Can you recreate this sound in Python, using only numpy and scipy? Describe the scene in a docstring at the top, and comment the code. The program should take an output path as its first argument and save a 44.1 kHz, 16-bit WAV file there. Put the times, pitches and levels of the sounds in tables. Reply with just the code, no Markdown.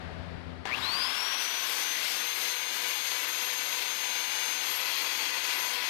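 """A machine hums in a workshop, then a corded drill clicks on, speeds up and sands a small wooden bowl.
The drill's cooling fan whines and its shaft buzzes, both rising in pitch as the motor gains speed.
Grit on the sanding drum scratches the wood inside a rush of air, and flares with each stroke.
The hum sinks away once the drill runs. Nearly all the sound reaches the left microphone."""
import sys
import numpy as np
from scipy import signal
from scipy.fft import rfft, irfft
from scipy.io import wavfile

SR = 44100
rng = np.random.default_rng(int(sys.argv[2]) if len(sys.argv) > 2 else 0)


def file_out(sig):
    """Save sig as 16-bit WAV at sys.argv[1]."""
    # one column per channel
    cols = np.atleast_2d(sig).T
    # limit, then scale
    lim = np.clip(cols, -1, 1)
    pcm = np.round(lim * 32767).astype(np.int16)
    wavfile.write(sys.argv[1], SR, pcm)


N = 259749
T = np.arange(N) / SR
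HZ = np.fft.rfftfreq(N, 1 / SR)
START_S = 0.654  # the trigger is pulled
RUN_S = np.maximum(T - START_S, 0)  # time since then
BLADES, TOP_HZ = 13, 6433  # the fan's blades, and their pitch at full speed


def drill():
    """The whole drill at work. At first its tones and sparks throb strongly, its noise only a little."""
    blade_hz = fan_pitch()
    tones_and_sparks = (motor(blade_hz) + brush_sparks()) * current_throb(depth=.8, settle_s=.125)
    noises = (sanding(blade_hz) + gear_ring()) * current_throb(depth=.15, settle_s=.076)
    return tones_and_sparks + noises + switch_on()


def motor(blade_hz, jitter=0.00042, calm_s=0.81):
    """The fan and the shaft turn together, and are least steady while they gain speed."""
    unrest = np.exp(-RUN_S / calm_s)
    turns_per_s = blade_hz / BLADES * (1 + jitter * drift(29.2))
    angle = 2 * np.pi * np.cumsum(turns_per_s) / SR
    return fan_whine(blade_hz, BLADES * angle, unrest) + shaft_buzz(blade_hz, angle, unrest)


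# How loud the whine is as the drill turns in the hand: time_s, level_db
WHINE_LEVELS = [(.66, -45), (1.3, -42), (1.6, -42.5), (1.82, -42.5), (1.95, -40.5), (2.02, -48),
                (2.29, -41.5), (2.5, -43.5), (2.9, -44.5), (3.45, -43), (3.95, -43.5), (4.62, -41.5),
                (4.76, -47), (5.2, -45.5), (5.48, -47), (5.67, -43.5), (5.89, -46)]
# Brief dips in the whine: time_s, half_width_s, gain_db
WHINE_DIPS = [(1.14, 0.023, -4), (1.7, .035, -10), (2.07, 0.037, -9), (2.38, 0.031, -8),
              (2.73, 0.083, -3.5), (3.24, .04, -5), (3.82, .025, -8), (4.79, .02, -8), (5.56, .025, -14),
              (5.79, 0.042, -24)]
# Pitches that the air vents boost or weaken: pitch_hz, width_hz, gain_db
VENT_RESONANCES = [(1200, 1150, -19), (2310, 1000, 14.5), (3000, 340, -9), (3480, 360, -18), (3880, 640, 9),
                   (4580, 1200, 5.5)]
# How loud the tone an octave above the whine is: time_s, level_db
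OCTAVE_LEVELS = [(.78, -71.5), (.98, -58), (1.35, -58), (1.7, -47.5), (1.8, -51.5), (2.48, -45.5),
                 (2.72, -51), (2.98, -46.5), (3.8, -48), (3.9, -50), (4.62, -51), (4.71, -40.5),
                 (4.82, -47.5), (4.95, -45.5), (5.38, -53.5), (5.62, -44), (5.73, -55), (5.89, -53)]
def fan_whine(blade_hz, blade_angle, unrest, conversion_gap_hz=3900):
    """The fan blades make a whine and its octave. The recorder's rate conversion adds
    two thin, faint tones, 3900 Hz above the whine and 3900 Hz below the octave."""
    roughness = np.clip(.95 * (1 - blade_hz / TOP_HZ), 0, 1)
    whine_db = curve(WHINE_LEVELS) + bumps(WHINE_DIPS) + (1.1 + 2 * unrest) * drift(33)
    octave_db = curve(OCTAVE_LEVELS) + (2 + 2 * unrest) * drift(23)
    whine = amp(whine_db + boost_db(blade_hz, VENT_RESONANCES)) * rough_tone(blade_angle, roughness)
    octave = amp(octave_db) * rough_tone(2 * blade_angle, .9 * unrest)
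    gap = 2 * np.pi * conversion_gap_hz * T
    under_octave = amp(octave_db - 10 + 1.5 * drift(33)) * rough_tone(2 * blade_angle - gap, roughness)
    over_whine = amp(whine_db - 16 + 1.5 * drift(33)) * rough_tone(blade_angle + gap, roughness)
    return np.sqrt(2) * (whine + octave + under_octave + over_whine * blade_hz / TOP_HZ)


# The tones in the shaft's buzz: cycles_per_turn, level_db
SHAFT_TONES = [(1, -60), (2, -55), (3, -54.5), (4, -53.5), (5, -57), (12, -56)]
# How the hand's grip changes all but the lowest tone: time_s, gain_db
GRIP_GAINS = [(1.3, 1), (1.8, -6), (2.3, -1), (2.52, 0), (2.9, -1), (3.55, 0), (4.1, 0.5), (4.45, 1.5),
              (5.0, -2), (5.4, 2.5)]
# Pitches that the drill's housing boosts or weakens: pitch_hz, width_hz, gain_db
HOUSING_RESONANCES = [(995, 26, 4), (4630, 420, 24), (5900, 500, -6)]
def shaft_buzz(blade_hz, angle, unrest, rattle_radians=.12, swing_dip_db=5.5):
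    """The shaft buzzes at multiples of its speed: louder as it speeds up, softer as the hand swings."""
    shaken_angle = angle + rattle_radians * unrest * drift(150)
    grip_db, dip_db = curve(GRIP_GAINS), swing_dip_db * hand_swing(lag_s=-.005)
    buzz = np.zeros(N)
    for multiple, db in SHAFT_TONES:
        housing_db = boost_db(multiple * blade_hz / BLADES, HOUSING_RESONANCES)
        level_db = db + (multiple > 1) * grip_db - dip_db + housing_db + 1.5 * drift(14)
        buzz += amp(level_db) * np.sin(multiple * shaken_angle)
    return np.sqrt(2) * buzz * (blade_hz / TOP_HZ) ** 4.5


# The quick and the slow stage of speeding up: pitch_gained_hz, time_constant_s
SPIN_UP_STAGES = [(2885, .099), (3225, .4395)]
# The speed sags and recovers with the load: time_s, pitch_change_hz
LOAD_SAG = [(1.75, 4), (2.56, -10), (3.05, 6), (3.7, 4), (3.85, -21), (4.52, -52), (4.86, 22), (5.21, 67),
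            (5.44, 36), (5.78, -22), (5.89, 0)]
def fan_pitch(lilt_hz=14.98):
    """The whine's pitch in Hz: it climbs, bends under load and lifts a little with each stroke."""
    still_to_gain_hz = sum(hz * np.exp(-RUN_S / lag_s) for hz, lag_s in SPIN_UP_STAGES)
    swing = hand_swing(lag_s=0.033)
    return TOP_HZ - still_to_gain_hz + curve(LOAD_SAG) + lilt_hz * (swing - swing.mean())


# The low, middle and high bands of the sanding noise:
# level_db, db_per_speed_db, deep_in_bowl_db, db_per_pressure_db
HOLLOW_BAND = (-48.5, -0.1, 2, 0.26)
RUSH_BAND = (-38.5, 0.7, 1.5, 0.03)
FIZZ_BAND = (-49, 1.63, 0.66, 0.88)
# How deep the drum sits in the bowl: time_s, depth_0_to_1
DRUM_DEPTHS = [(0.66, 0.4), (0.9, 0.66), (1.15, 1), (1.45, 0.66), (1.8, 0.4), (2.5, 0), (3.2, 0),
               (3.8, 0.05), (4.3, 0.1), (4.6, 0.5), (4.8, 1), (5.0, 0.8), (5.25, 1), (5.45, 0.55),
               (5.89, 0.54)]
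# The drum catches on the grain and the rush swells: time_s, half_width_s, gain_db
GRAIN_CATCHES = [(1.82, .025, 1.3), (1.98, .015, 2.6), (2.06, .025, 3), (2.27, .03, 1.2), (2.46, .04, 1.5),
                 (3.15, .03, 1), (3.82, .03, 1.5), (4.35, .03, 0.8), (4.98, .03, 1.3), (5.53, .03, 1.5)]
# The drum lifts off the wood for a moment: time_s, half_width_s, gain_db
LIFT_OFFS = [(1.368, .012, -2.5), (1.49, .03, -1.2), (2.65, .05, -1.5), (4.59, .025, -1),
             (5.32, .015, -1.5)]
def sanding(blade_hz, gear_ratio=11.1, wobble_db=.5):
    """The drum rubs the wood. Each band of its noise follows the speed, depth and pressure."""
    depth, pressure_db = np.clip(curve(DRUM_DEPTHS), 0, 1), hand_pressure()
    speed_db = 20 * np.log10(blade_hz / TOP_HZ)
    rasp = wooden_bowl(grit_rasp())
    low, high = below(1800), 1 - below(5000)
    hollow = unit_in(colour(rasp, low), 700, 1400)
    rush = unit_in(colour(rasp, 1 - low - high), 1600, 5500) * amp(bumps(GRAIN_CATCHES))
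    # The drum is not quite round, so the fizz pulses once a turn.
    drum_angle = 2 * np.pi * np.cumsum(blade_hz / BLADES / gear_ratio) / SR
    fizz = unit_in(colour(rasp, high), 7000, 12000) * amp(wobble_db * np.sin(drum_angle))
    out = np.zeros(N)
    for band, settings in [(hollow, HOLLOW_BAND), (rush, RUSH_BAND), (fizz, FIZZ_BAND)]:
        db, by_speed, deep_db, by_pressure = settings
        level_db = db + by_speed * speed_db + deep_db * depth + by_pressure * pressure_db
        out += band * amp(level_db + 0.48 * drift(12))
    return out * amp(bumps(LIFT_OFFS))


# The tone colour of the air and grit, from bass to treble: pitch_hz, gain_db
RASP_COLOUR = [(70, -46), (140, -43.5), (240, -14.5), (650, -11), (900, -6.5), (1380, -7.5), (2200, 2),
               (3400, -0.5), (4500, -3), (6000, -8), (8400, -13), (12300, -10), (14500, -13), (14700, -23)]
def grit_rasp(grains_per_s=5000, grit_share=0.3, chatter_db=.5):
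    """Thousands of tiny scratches, each a click of its own size, mix with rushing air."""
    hits = rng.random(N) < grains_per_s / SR
    size_db = 2.5 * np.minimum(rng.exponential(1, N), 5)
    grit = hits * amp(size_db) * np.sign(noise())
    rasp = bench_echoes(noise() + grit_share * unit(grit))
    return colour(rasp * amp(chatter_db * drift(53)), amp(spectrum(RASP_COLOUR)))


# Where the drum works (0 the bowl's floor, 1 its rim, 2 deep against its wall): time_s, place
DRUM_PLACES = [(0.66, 0), (2.1, 0.18), (2.6, 1.18), (4.5, 1.12), (4.75, 1.75), (5.25, 1.9), (5.5, 1.46),
               (5.89, 1.6)]
# Pitches the bowl boosts or weakens: pitch_hz, width_hz, floor_gain_db, rim_gain_db, wall_gain_db
BOWL_RESONANCES = [(1062, 37, 6, 0, 7), (1420, 150, -2, -1, 0), (1570, 250, 1.5, 4, -2.5),
                   (1853, 100, -2.5, -6, -2), (2210, 130, -2, 3, -3.5), (2330, 800, -1, -1.6, 1.2),
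                   (2720, 130, 3, 1, 2.5), (2990, 210, -1.5, 0, -3), (3285, 170, 0, -1.5, 7),
                   (3390, 100, 3.5, 1.5, 0.5), (3620, 400, 0, 2, -3.5), (4310, 280, 2.5, 3.5, 4.5),
                   (4640, 200, 0.5, -3.5, 5), (4870, 160, 4, 3.5, -1), (5400, 160, 5.5, 3, 5),
                   (11040, 500, -2.5, -2, -4.5)]
# The drum lingers and one pitch stands out: time_s, half_width_s, pitch_hz, width_hz, gain_db
BOWL_RINGS = [(1.05, .1, 3180, 90, 5.5), (1.17, .08, 3380, 90, 1), (1.27, .13, 1600, 90, 4),
              (1.33, .08, 1080, 50, 11), (1.7, 0.07, 1060, 50, 6), (1.9, .12, 1990, 50, 7),
              (2.03, 0.17, 2100, 50, 6), (2.03, .09, 2690, 70, 1), (2.07, .06, 4880, 150, -1),
              (2.36, .13, 2140, 60, 6), (2.53, .08, 4220, 60, 9), (4.45, .07, 4930, 200, 2),
              (4.75, .06, 4590, 60, -1), (4.94, 0.091, 4250, 200, 3), (5.42, .14, 1990, 40, 6),
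              (5.47, .11, 2500, 50, 5.5)]
def wooden_bowl(rasp, wander=0.0064, grit_rings=50, low_hz=1450, high_hz=5200):
    """The bowl's resonances change as the drum moves and rocks; grit sets off brief rings at random."""
    hz, times, slices = signal.stft(rasp, SR, nperseg=2048, noverlap=1536)
    place = np.interp(times, T, curve(DRUM_PLACES))
    resonances = []
    for pitch_hz, width_hz, *gains_db in BOWL_RESONANCES:
        rocking = 1 + wander * np.interp(times, T, drift(4))
        resonances.append((pitch_hz * rocking, width_hz, np.interp(place, [0, 1, 2], gains_db)))
    rings = list(BOWL_RINGS)
    for when, height in rng.random((grit_rings, 2)):
        time_s = START_S + when * (T[-1] - START_S)
        rings.append((time_s, .035, low_hz * (high_hz / low_hz) ** height, 45, 5))
    for time_s, half_width_s, pitch_hz, width_hz, db in rings:
        resonances.append((pitch_hz, width_hz, db * np.exp(-((times - time_s) / half_width_s) ** 2)))
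    shaped = slices * amp(boost_db(hz[:, None], resonances))
    return signal.istft(shaped, SR, nperseg=2048, noverlap=1536)[1][:N]


# The strokes that press the drum on the wood: start_s, length_s, pressure_db
HAND_STROKES = [(1.39, .05, 3.6), (1.65, .18, 4.6), (2.02, .13, 4.8), (2.35, .16, 4.0), (2.72, .17, 2.3),
                (3.03, .18, 2.2), (3.36, .14, 1.5), (3.68, .17, 1.6), (3.98, .08, 1.2), (4.31, .21, 1.8),
                (4.66, .09, 1.8), (4.97, .08, 1.0), (5.2, .07, 1.2), (5.43, .28, 2.4)]
def hand_pressure(bite_s=0.011, ease_s=0.047):
    """How hard the drum is pressed, in dB: each stroke bites, holds and eases off."""
    return sum(curve([(start, 0), (start + bite_s, db), (start + hold, db), (start + hold + ease_s, 0)])
               for start, hold, db in HAND_STROKES)


def hand_swing(lag_s, half_width_s=0.0554):
    """How fast the hand swings the drill into a stroke, from 0 to 1."""
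    return bumps([(start_s + lag_s, half_width_s, 1) for start_s, _, _ in HAND_STROKES])


# The pitches at which the gear case rings: pitch_hz, width_hz, level_db, swell_s
GEAR_CASE_RINGS = [(1076, 390, -42.5, 0.2), (1503, 150, -47.5, 0.47), (3200, 990, -45, 0.39)]
def gear_ring(delay_s=0.059):
    """While the motor gains speed, the straining gears make their case ring."""
    out = np.zeros(N)
    for pitch_hz, width_hz, db, swell_s in GEAR_CASE_RINGS:
        ring = unit(colour(noise(), 1 / (1 + (2 * (HZ - pitch_hz) / width_hz) ** 2)))
        progress = np.maximum(RUN_S - delay_s, 0) / swell_s
        out += amp(db) * ring * progress * np.exp(1 - progress)
    return out


# The gear teeth knock as they take up their slack: start_s, level_db
GEAR_CLACKS = [(.654, -33), (.673, -34), (.682, -44), (.691, -40)]
def switch_on(snap_decay_s=.008, clack_decay_s=0.0049, ring_hz=790, ring_decay_s=0.01):
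    """The switch snaps, the gears clack a few times and the housing rings briefly."""
    age = np.maximum(RUN_S - .001, 0)
    snap = amp(-59) * unit(colour(noise(), 1 - below(4700))) * np.exp(-age / snap_decay_s) * (age > 0)
    knocks = sum(amp(db) * (T > start_s) * np.exp(-np.maximum(T - start_s, 0) / clack_decay_s)
                 for start_s, db in GEAR_CLACKS)
    clacks = knocks * unit(colour(noise(), below(3900) * (1 - below(700)) / (1 + HZ / 2000)))
    ring = amp(-34) * np.sin(2 * np.pi * ring_hz * age) * np.exp(-age / ring_decay_s)
    return snap + clacks + ring


def brush_sparks(level_db=-47, fade_s=0.045, low_hz=2600, top_hz=5500):
    """The motor's sliding contacts spark under the starting current, then settle."""
    sparks = unit(colour(noise(), (1 - below(low_hz)) / (1 + (HZ / top_hz) ** 4)))
    return amp(level_db) * sparks * np.exp(-RUN_S / fade_s)


def current_throb(depth, settle_s, mains_hz=60):
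    """The current switches on, throbs at twice the mains rate and soon evens out."""
    switched_on = np.clip(RUN_S / .0014, 0, 1)
    throb = np.cos(2 * np.pi * 2 * mains_hz * (RUN_S - .002))
    return switched_on * (1 + depth / (1 + (RUN_S / settle_s) ** 6) * throb)


def bench_echoes(sound, echo_db=-15, decay_s=0.01, echoes_per_s=2500):
    """Quick echoes off the workbench colour the sound, and shift as the hand moves."""
    out = sound
    for _ in range(3):
        echoes = noise() * (rng.random(N) < echoes_per_s / SR) * (T > .001) * np.exp(-T / decay_s)
        reflected = colour(sound, rfft(echoes / np.linalg.norm(echoes)))
        out = out + amp(echo_db) * reflected * drift(3.2) / np.sqrt(3)
    return out


# How loud the workshop's machine is: time_s, level_db
HUM_LEVELS = [(0, -49), (.1, -43.5), (.26, -46.5), (.35, -44), (.43, -52.5), (.48, -45.5), (.61, -47.5),
              (.68, -59), (.81, -53), (.93, -67), (1.5, -90)]
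# The tones in its hum: pitch_hz, start_gain_db, change_over_first_second_db
HUM_TONES = [(70, -10, -3), (85, -1.5, -0.5), (169, -4.5, -6.5), (255.6, -17.5, 20.5), (388, -18.5, 2),
             (576, -19.5, -4), (653, -13.5, -5), (733, -15.5, -6)]
def machine_hum(pitch_waver=.007):
    """A machine hums with a few low, wavering tones that sink away once the drill runs."""
    level_db = curve(HUM_LEVELS) + drift(8.3)
    angle_per_hz = 2 * np.pi * np.cumsum(1 + pitch_waver * drift(10)) / SR
    tones = sum(amp(db + change_db * np.minimum(T, 1) + 1.5 * drift(27)) * np.sin(hz * angle_per_hz)
                for hz, db, change_db in HUM_TONES)
    return np.sqrt(2) * amp(level_db) * tones


# The tone colour of the room's soft noise: pitch_hz, gain_db
ROOM_COLOUR = [(30, -14), (50, 1), (68, -5), (105, 0.5), (250, -4), (310, -8), (700, -8), (1100, -12),
               (1800, -11), (2600, -17.5), (4500, -22.5), (6500, -38.5), (11000, -46.5), (15000, -66)]
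def room_noise(level_db=-47, sink_start_s=0.93, sink_db_per_s=49):
    """A soft wash of noise fades slowly at first, then drops quickly once the drill runs."""
    wash = unit_in(colour(noise(), amp(spectrum(ROOM_COLOUR))), 300, 8000)
    fade_db = 7.5 * np.minimum(T, 1)
    sink_db = np.clip((T - sink_start_s) * sink_db_per_s, 0, 20.5)
    return amp(level_db - fade_db - sink_db) * wash


def faint_rumble(level_db=-74):
    """A faint rumble, unrelated on the left and right."""
    return amp(level_db) * np.array([unit(colour(noise(), 1 / (1 + HZ / 60))) for _ in range(2)])


def amp(db):
    """Turns decibels into a gain."""
    return 10 ** (np.asarray(db) / 20)


def unit(x):
    """Scales a sound to an average (rms) level of one."""
    return x / np.sqrt(np.mean(x ** 2) + 1e-20)


def unit_in(x, low_hz, high_hz):
    """Scales a sound so that one band has an average (rms) level of one."""
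    return x / np.std(colour(x, (HZ > low_hz) & (HZ < high_hz)))


def curve(rows):
    """Joins (time_s, value) points with straight lines."""
    return np.interp(T, *np.transpose(rows))


def bumps(rows):
    """Smooth, brief swells from (time_s, half_width_s, height) rows."""
    return sum(height * np.exp(-((T - time_s) / width_s) ** 2) for time_s, width_s, height in rows)


def spectrum(points):
    """Joins (pitch_hz, db) points into a dB value for every frequency."""
    hz, db = np.transpose(points)
    return np.interp(np.log(HZ + 1), np.log(hz + 1), db)


def colour(x, gain):
    """Filters a sound with a gain for each frequency."""
    return irfft(rfft(x) * gain, N)


def below(hz):
    """Filter gains that keep what lies below this frequency."""
    return 1 / (1 + (HZ / hz) ** 8)


def boost_db(hz, resonances):
    """The dB that resonances add or take away at these frequencies."""
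    return sum(db / (1 + (2 * (hz - centre) / width) ** 2) for centre, width, db in resonances)


def noise():
    """White noise: an even hiss."""
    return rng.standard_normal(N)


def drift(rate_hz, size=4096):
    """A random wander of about size one, mostly slower than this rate."""
    hz = np.fft.rfftfreq(size, T[-1] / size)
    slow = unit(irfft(rfft(rng.standard_normal(size)) / (1 + (hz / rate_hz) ** 2)))
    return np.interp(T, np.linspace(0, T[-1], size), slow)


def rough_tone(angle, roughness):
    """A pure tone, partly smeared into a narrow rasp."""
    return np.sqrt(1 - roughness ** 2) * np.sin(angle) + roughness * drift(400) * np.cos(angle)


def microphones(left, right, shade):
    """The left microphone is open; the right one is shaded, so it hears less."""
    return 2 * np.array([left, colour(right, amp(-spectrum(shade)))])


# How much weaker the drill and the room are on the right: pitch_hz, loss_db
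DRILL_SHADE = [(100, 8), (200, 31), (700, 18.5), (1290, 61), (2380, 56.5), (4400, 51), (8120, 38),
               (15000, 41)]
ROOM_SHADE = [(60, 46), (200, 32), (380, 5.9), (700, 7.9), (2380, 21), (8120, 11), (15000, 9.3)]
def scene():
    """The drill in front, with the workshop behind it, in stereo."""
    tool = microphones(drill(), drill(), DRILL_SHADE)
    workshop = microphones(machine_hum() + room_noise(), machine_hum() + room_noise(), ROOM_SHADE)
    return tool + workshop + faint_rumble()


def record(dry):
    """Cuts the highest treble, above 15600 Hz."""
    low_pass = signal.firwin(511, 15600, window=("kaiser", 9), fs=SR)
    return signal.oaconvolve(dry, low_pass[None], "same")


dry = scene()
out = record(dry)
file_out(out)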